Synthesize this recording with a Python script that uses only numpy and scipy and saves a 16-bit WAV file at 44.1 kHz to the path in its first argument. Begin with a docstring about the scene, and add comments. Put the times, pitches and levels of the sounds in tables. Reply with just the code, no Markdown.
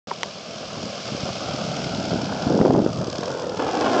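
"""A large single-cylinder model plane idles low over a grass field, passes close to the microphone
and pulls up under opening throttle. Each turn of the shaft fires one pop through the muffler, with one
sharp tick and two chops of the propeller's hiss; the ground reflection colours them as the plane sinks
and climbs. Wind rumbles on the microphone and buffets it hard during the pass.
Two handling clicks come at the start, right at the microphone."""
import sys
import numpy as np
from scipy import signal
from scipy.fft import rfft, irfft, next_fast_len
from scipy.io import wavfile
from scipy.ndimage import map_coordinates

SR = 44100
rng = np.random.default_rng(int(sys.argv[2]) if len(sys.argv) > 2 else 0)


def inscribe(sig):
    """Save sig as 16-bit PCM at rate SR to the path in sys.argv[1].

    A 1-D sig is mono; a 2-D sig holds one channel per row.
    Samples are clipped to [-1, 1] before scaling.
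    """
    pcm = np.round(np.clip(np.atleast_2d(sig).T, -1, 1) * 32767)
    wavfile.write(sys.argv[1], SR, pcm.astype(np.int16))


N = 176400
TIME = np.arange(N) / SR


def amp(db):
    return 10 ** (np.asarray(db) / 20)


def unit_rms(x):
    return x / np.sqrt(np.mean(x ** 2) + 1e-20)


def noise():
    return rng.standard_normal(N)


def curves(rows):
    """One value per sample for each column after the time."""
    times, *columns = np.transpose(rows)
    return [np.interp(TIME, times, column) for column in columns]


def wobble(rate_hz):
    """A smooth random curve with rate_hz knots a second."""
    knots = rng.standard_normal(int(N * rate_hz / SR) + 4)
    return map_coordinates(knots, [TIME * rate_hz])


def filtered(x, response):
    """x through a complex response, given as a function of frequency."""
    size = next_fast_len(N + SR // 2)
    return irfft(rfft(x, size) * response(np.fft.rfftfreq(size, 1 / SR)), size)[:N]


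def coloured(x, spectrum):
    """x through a causal filter shaped by (frequency [Hz], gain [dB]) points, at rms 1."""
    hz, db = np.transpose(spectrum)
    size = 4096
    f = np.fft.rfftfreq(size, 1 / SR)
    gain = amp(np.interp(np.log(f + 1), np.log(hz + 1), db))
    causal_cepstrum = 2 * irfft(np.log(gain)) * (np.arange(size) < size // 2)
    impulse = irfft(np.exp(rfft(causal_cepstrum)))
    return unit_rms(signal.fftconvolve(x, unit_rms(impulse))[:N])


def per_turn(angle, scatter_db):
    """A new random gain for every turn of the shaft."""
    gains = amp(scatter_db * rng.standard_normal(512))
    return gains[np.floor(angle).astype(int) % 512]


# Engine speed across the field: (time [s], speed [turns/s])
SHAFT_SPEED = [(0.0, 41.18), (0.4, 39.78), (0.65, 40.82), (0.9, 40.21), (1.2, 39.85), (1.45, 38.78),
               (1.75, 39.23), (1.9, 38.55), (2.08, 36.42), (2.3, 38.37), (2.45, 40.09), (2.6, 38.69),
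               (2.75, 35.79), (2.9, 35.65), (3.13, 35.31), (3.19, 38.32), (3.25, 42.29), (3.36, 43.7),
               (3.5, 38.84), (3.58, 38.42), (3.66, 44.29), (3.72, 48.69), (3.87, 57.46), (4.0, 62.48)]


def shaft_angle():
    """Turns made by the shaft, which times the firings, the ticks and the blades."""
    return np.cumsum(curves(SHAFT_SPEED)[0]) / SR


def firings(angle, rough, fade_turns, jitter_s=0.00023, scatter_db=1.26):
    """One pop a turn, then a dying puff of turbulence; rough is the puffs' share of the power."""
    onsets = np.flatnonzero(np.diff(np.floor(angle)) > 0)
    jitter = np.round(jitter_s * SR * noise()[:len(onsets)]).astype(int)
    pops = np.bincount(np.clip(onsets + jitter, 0, N - 1), per_turn(angle, scatter_db)[onsets], N)
    puffs = noise() * np.exp(-(angle % 1) / fade_turns) * per_turn(angle, scatter_db)
    return np.sqrt(1 - rough) * unit_rms(pops) + np.sqrt(rough) * unit_rms(puffs)


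def muffler(x, modes, band_hz=(180, 1700)):
    """The muffler's resonances, driven by x and dying out beyond band_hz, at rms 1."""
    def response(f):
        return sum(amp(db) * 1j * f * width / (hz * hz - f * f + 1j * f * width)
                   for hz, width, db in modes)
    band = signal.butter(4, band_hz, "band", fs=SR, output="sos")
    return unit_rms(signal.sosfilt(band, filtered(x, response)))


# Exhaust at the microphone, before the throttle's boost: (time [s], level [dB])
EXHAUST_LEVEL = [(0, -36.5), (.35, -38), (.8, -35), (1.5, -31.5), (2.2, -30), (2.45, -26.5), (2.7, -36.5),
                 (3.05, -32.5), (3.3, -31), (3.55, -34), (3.62, -31), (3.75, -33), (3.88, -28.5),
                 (4, -29.5)]
# Throttle, opened after the pass: (time [s], opening [0-1])
THROTTLE_OPENING = [(3.17, 0), (3.23, .4), (3.588, .3), (3.596, 1), (3.63, .9), (3.85, 1)]
# Hard firings, most as the throttle opens: (time [s], boost [dB], half-width [ms])
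HARD_FIRINGS = [(1.09, 9.5, 5), (1.292, 7.5, 6.8), (2.326, 10, 3.4), (3.186, 4, 5), (3.235, 6.5, 5.7),
                (3.309, 4, 7), (3.394, 0, 5), (3.438, 5.5, 7.4), (3.541, 7.5, 3.7), (3.6, 5.5, 5.9),
                (3.685, 4, 6.5), (3.772, 3, 5.7), (3.82, 4, 7.7), (3.867, 3, 6.3)]
# Muffler colour at idle and wide open: (frequency [Hz], gain [dB])
IDLE_SPECTRUM = [(70, -37), (130, -5), (200, 2.5), (300, -2.5), (400, -3.5), (500, -1.5), (670, 0),
                 (850, -7), (1100, -9.5), (1400, -8.5), (1680, -18), (1850, -28), (2600, -53)]
OPEN_SPECTRUM = [(70, -25.5), (170, -11), (250, 2), (350, -3), (490, 0), (600, 0), (800, -3), (1100, -9),
                 (1400, -11.5), (1680, -12.5), (1850, -23.5), (2300, -21), (3300, -22), (4000, -34),
                 (6000, -36.5), (8800, -74)]
# Muffler resonances at part throttle and wide open: (frequency [Hz], width [Hz], gain [dB])
PART_MODES = [(509, 79, 8), (656, 55, -3.5), (875, 39, -7), (1410, 120, -20)]
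OPEN_MODES = [(308.5, 21, 3), (486, 12.4, 7.5), (699, 11, -4), (1066, 7.4, 2), (1405, 11, -4.5)]


def exhaust(angle, fire_turn=0.45, throttle_boost_db=9.5):
    """Firings through the muffler: a putter at idle, hollow at part throttle, a hard bark wide open."""
    level_db, = curves(EXHAUST_LEVEL)
    throttle, = curves(THROTTLE_OPENING)
    cycle = angle - fire_turn
    pops = firings(cycle, rough=0.25, fade_turns=0.78)
    idle = coloured(firings(cycle, rough=0.91, fade_turns=1.83), IDLE_SPECTRUM)
    hollow = amp(-3.5) * muffler(firings(cycle, rough=0.62, fade_turns=1.0), PART_MODES)
    roar = coloured(firings(cycle, rough=0.91, fade_turns=2.7), OPEN_SPECTRUM)
    wide_open = unit_rms(roar + amp(-7) * muffler(pops, OPEN_MODES))
    voice = (1 - throttle) * idle + 4 * throttle * (1 - throttle) * hollow + throttle * wide_open
    bark_db = sum(db * np.exp(-((TIME - s) * 1000 / ms) ** 2) for s, db, ms in HARD_FIRINGS)
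    sputter_db = 0.63 * wobble(29.91)  # uneven running
    return amp(level_db + throttle_boost_db * throttle + bark_db + sputter_db) * voice


# Propeller hiss at the microphone: (time [s], level [dB], chop depth [0-1])
HISS_LEVEL_AND_CHOP = [(0, -40, 0.5), (.4, -40.5, 0.25), (1.15, -35.5, 0.2), (1.8, -35.5, 0.22),
                       (2.2, -37, 0.45), (2.45, -37.5, 0.2), (2.75, -43.5, 0.57), (3, -41, 0.65),
                       (3.24, -39.5, 0.52), (3.5, -42, 0.7), (3.65, -40, 0.5), (4, -34.5, 0.6)]
# The two blades' chops: (position [turns], level [dB], width [turns])
BLADE_CHOPS = [(0.626, 0.5, 0.11), (0.135, -2, 0.096)]
# Hiss from far down the field, and from the close pass on: (frequency [Hz], gain [dB])
FAR_SPECTRUM = [(1000, -14.5), (1550, -5), (1850, -14), (2170, -5), (2300, -6), (2700, -3.5), (3300, -2),
                (3800, -6.5), (4400, -3.5), (5200, -1.5), (6000, -8), (7140, -13.5), (7740, -20.5),
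                (8500, -33), (9000, -46)]
NEAR_SPECTRUM = [(1000, -25.5), (1600, -14.5), (1850, -13.5), (2250, -6), (3000, -2), (3400, -0.5),
                 (3900, -5.5), (5000, 0.5), (6200, -6), (7460, -12.5), (8500, -27), (9000, -51.5)]


def propeller(angle, abeam_s=2.61, crossfade_s=0.13):
    """Blade hiss bunches into two chops a turn and changes colour as the plane comes abeam."""
    level_db, depth = curves(HISS_LEVEL_AND_CHOP)
    chop = np.zeros(N)
    for position, db, width in BLADE_CHOPS:
        blade = angle - position + .5  # the chop peaks halfway through this turn
        pulse = np.exp(-((blade % 1 - .5) / width) ** 2 / 2)
        chop += amp(db) * per_turn(blade, scatter_db=3.07) * pulse
    envelope = np.sqrt(1 - depth + depth * unit_rms(chop) ** 2) * amp(0.76 * wobble(700))
    far = coloured(envelope * noise(), FAR_SPECTRUM)
    near = coloured(envelope * noise(), NEAR_SPECTRUM)
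    near_share = .5 + .5 * np.tanh((TIME - abeam_s) / crossfade_s)
    return amp(level_db) * (np.sqrt(1 - near_share) * far + np.sqrt(near_share) * near)


# Engine tick at the microphone: (time [s], level [dB])
TICK_LEVEL = [(0, -58.5), (1.5, -46.5), (2.3, -54), (2.55, -44.5), (2.75, -53.5), (3.05, -44.5),
              (3.24, -43), (3.5, -55), (3.62, -45), (4, -48)]
# Its colour: (frequency [Hz], gain [dB])
TICK_SPECTRUM = [(900, -32.5), (2000, -10), (3300, -7.5), (5000, 1), (6800, -6.5), (8000, -19), (9000, -43)]


def ticking(angle, tick_turn=0.622, width_turns=0.04):
    """One dry, bright crack of the engine in every turn, each of its own strength."""
    level_db, = curves(TICK_LEVEL)
    pulse = np.exp(-((angle % 1 - tick_turn) / width_turns) ** 2 / 2)
    cracks = pulse * per_turn(angle, scatter_db=1.6) * noise()
    return amp(level_db) * coloured(cracks, TICK_SPECTRUM)


# Bounce off the grass, closest behind the direct sound when the plane is low: (time [s], lag [ms])
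GROUND_LAG = [(0, 1.63), (.5, 1.71), (1.1, 1.67), (1.8, 1.46), (2.3, 1.25), (2.7, 1.33), (3.05, 1.73),
              (3.3, 1.97), (3.6, 2.32), (3.9, 2.75), (4, 3.1)]


def over_grass(x, reflection):
    """Direct sound and ground reflection meet at the microphone as a moving comb filter."""
    lag_ms, = curves(GROUND_LAG)
    bounce = np.interp(TIME - lag_ms / 1000, TIME, x)
    return (x + reflection * bounce) / np.sqrt(1 + reflection ** 2)


# Wind on the microphone, strongest during the pass: (time [s], level [dB])
WIND_LEVEL = [(0, -45), (.45, -47.5), (.8, -34.5), (1, -46.5), (1.16, -37.5), (1.4, -36.5), (1.75, -31),
              (2.15, -29), (2.4, -32.5), (2.47, -25), (2.65, -18), (2.79, -19.5), (2.9, -28.5),
              (3.1, -33.5), (3.35, -41), (3.55, -36.5), (4, -37.5)]
# Rumble in light and in strong flow: (frequency [Hz], gain [dB])
BREEZE_SPECTRUM = [(25, -12), (60, -11), (110, 0), (170, 1.5), (260, -4.5), (400, -9), (800, -16),
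                   (2000, -58), (5000, -74.5)]
GUST_SPECTRUM = [(25, -44.5), (65, -26.5), (120, -6), (220, 0), (310, 3), (400, -5), (500, -3.5),
                 (700, -12.5), (1000, -19), (1500, -36), (2000, -41), (5000, -72)]


def wind(gust_from_db=-25.5, crossfade_db=5, flutter_hz=100.1):
    """Eddies on the microphone: the stronger the flow, the brighter and more fluttering."""
    level_db, = curves(WIND_LEVEL)
    gust_share = .5 + .5 * np.tanh((level_db - gust_from_db) / crossfade_db)
    breeze = coloured(noise() * amp(2.0 * wobble(45)), BREEZE_SPECTRUM)
    flutter = 1 + 0.3 * np.sin(2 * np.pi * flutter_hz * TIME + wobble(17))
    gust = coloured(noise() * flutter * amp(1.5 * wobble(200)), GUST_SPECTRUM)
    return amp(level_db) * (np.sqrt(1 - gust_share) * breeze + np.sqrt(gust_share) * gust)


def struck(start_s, modes):
    """Damped modes ringing from a strike at start_s."""
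    age = np.maximum(TIME - start_s, 0)
    return (age > 0) * sum(amp(db) * np.exp(-np.log(1000) * age / t60) * np.cos(2 * np.pi * hz * age)
                           for hz, db, t60 in modes)


# Handling, at the microphone: (time [s], snap gain [dB], ring gain [dB], ring delay [s], cutoff [Hz])
HANDLING = [(0.1103, -16, -16, 0.0036, 1680), (.2325, -6.5, -26, 0.0033, 4260)]
# Plastic snap and camera case: (frequency [Hz], level [dB], 60 dB decay time [s])
SNAP_MODES = [(1050, -0.5, 0.0033), (1960, -3.5, 0.0056), (3020, -2.5, 0.0038), (3840, -13, 0.0045),
              (5800, -3.5, 0.007)]
CASE_MODES = [(950, 4, 0.022), (774, -14, 0.07), (388, -6, 0.038)]


def handling_clicks():
    """A dry plastic snap, then a short ring of the camera case."""
    clicks = np.zeros(N)
    for s, snap_db, ring_db, delay_s, cutoff_hz in HANDLING:
        snap = amp(snap_db) * struck(s, SNAP_MODES)
        ring = amp(ring_db) * struck(s + delay_s, CASE_MODES)
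        band = signal.butter(2, [380, cutoff_hz], "band", fs=SR, output="sos")
        clicks += signal.sosfilt(band, snap + ring)
    return clicks


# Slaps of air straight on the microphone: (time [s], peak [dB], half-width [ms])
AIR_SLAPS = [(.840, -22.5, 1.44), (1.123, -20, 1.16), (1.15, -18, 1), (1.236, -18.5, 1.5), (1.308, -25, 2),
             (1.547, -17.5, 1.04), (1.651, -21, 1.3), (1.94, -16, 0.98), (1.958, -24, 1.6),
             (1.986, -15.5, 1.3), (2.042, -17, 1), (2.121, -14, 1.3), (2.132, -10, 0.48),
             (2.144, -11.5, 0.96), (2.16, -16.5, 1), (2.236, -14, 1), (2.311, -26, 1.3), (2.337, -21, 1.3),
             (2.47, -9, 1.35), (2.506, -8.5, 0.75), (2.538, -12, 0.95), (2.546, -7, 0.61),
             (2.556, -8.5, 0.96), (2.567, -10.5, .55), (2.58, -14, .85), (2.591, -8, 0.41),
             (2.604, -7.5, 1.25), (2.614, -0.5, 0.66), (2.622, -10, 0.56), (2.646, -12.5, 0.84),
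             (2.652, -1, 0.61), (2.66, -3, 0.5), (2.681, -6, 0.52), (2.699, -10, 1.4), (2.707, -4.5, 0.37),
             (2.745, -6, 0.88), (2.751, -7.5, .4), (2.763, -8.5, 0.39), (2.778, -10, 0.81),
             (2.786, -6.5, 0.57), (2.793, -10, 0.41), (2.82, -11.5, 0.7), (2.845, -11, 0.9),
             (2.864, -3.5, 0.64), (3.036, -18, 0.89), (3.083, -14, 0.79), (3.191, -15.5, 0.8)]
# Colour of their rasp: (frequency [Hz], gain [dB])
RASP_SPECTRUM = [(200, -11.5), (700, 9), (1500, 1.5), (2200, -15.5), (3000, -24), (8000, -52.5)]


def buffets(rasp_db=-19.5, rasp_db_per_slap_db=1.7, rasp_ms=2.25):
    """Each slap is one short swing of pressure with a dip on either side; the hardest ones rasp."""
    swings, rasp = np.zeros(N), np.zeros(N)
    for s, db, half_width_ms in AIR_SLAPS:
        offset_ms = (TIME - s) * 1000
        u = offset_ms / half_width_ms
        swings += amp(db) * (1 - u * u) * np.exp(-u * u / 2)
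        rasp += amp(rasp_db + rasp_db_per_slap_db * db) * np.exp(-(offset_ms / rasp_ms) ** 2)
    return swings + rasp * coloured(noise(), RASP_SPECTRUM)


def scene():
    """The plane out over the grass, with wind and handling right at one mono microphone."""
    angle = shaft_angle()
    putter = over_grass(exhaust(angle), reflection=0.4)
    hiss_and_ticks = over_grass(propeller(angle) + ticking(angle), reflection=0.031)
    return (putter + hiss_and_ticks + wind() + handling_clicks() + buffets())[None]


def record(dry, start_s=0.072, low_cut_hz=60, ceiling=0.7, top_hz=8870):
    """The microphone opens a moment late, thins the bass, rounds off peaks and cuts the top treble."""
    low_cut = signal.butter(2, low_cut_hz, "high", fs=SR, output="sos")
    thinned = signal.sosfilt(low_cut, dry[0]) * (TIME > start_s)
    rounded = thinned / (1 + np.abs(thinned / ceiling) ** 6) ** (1 / 6)
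    return filtered(rounded, lambda f: np.clip((top_hz - f) / 300 + .5, 0, 1))[None]


dry = scene()
out = record(dry)
inscribe(out)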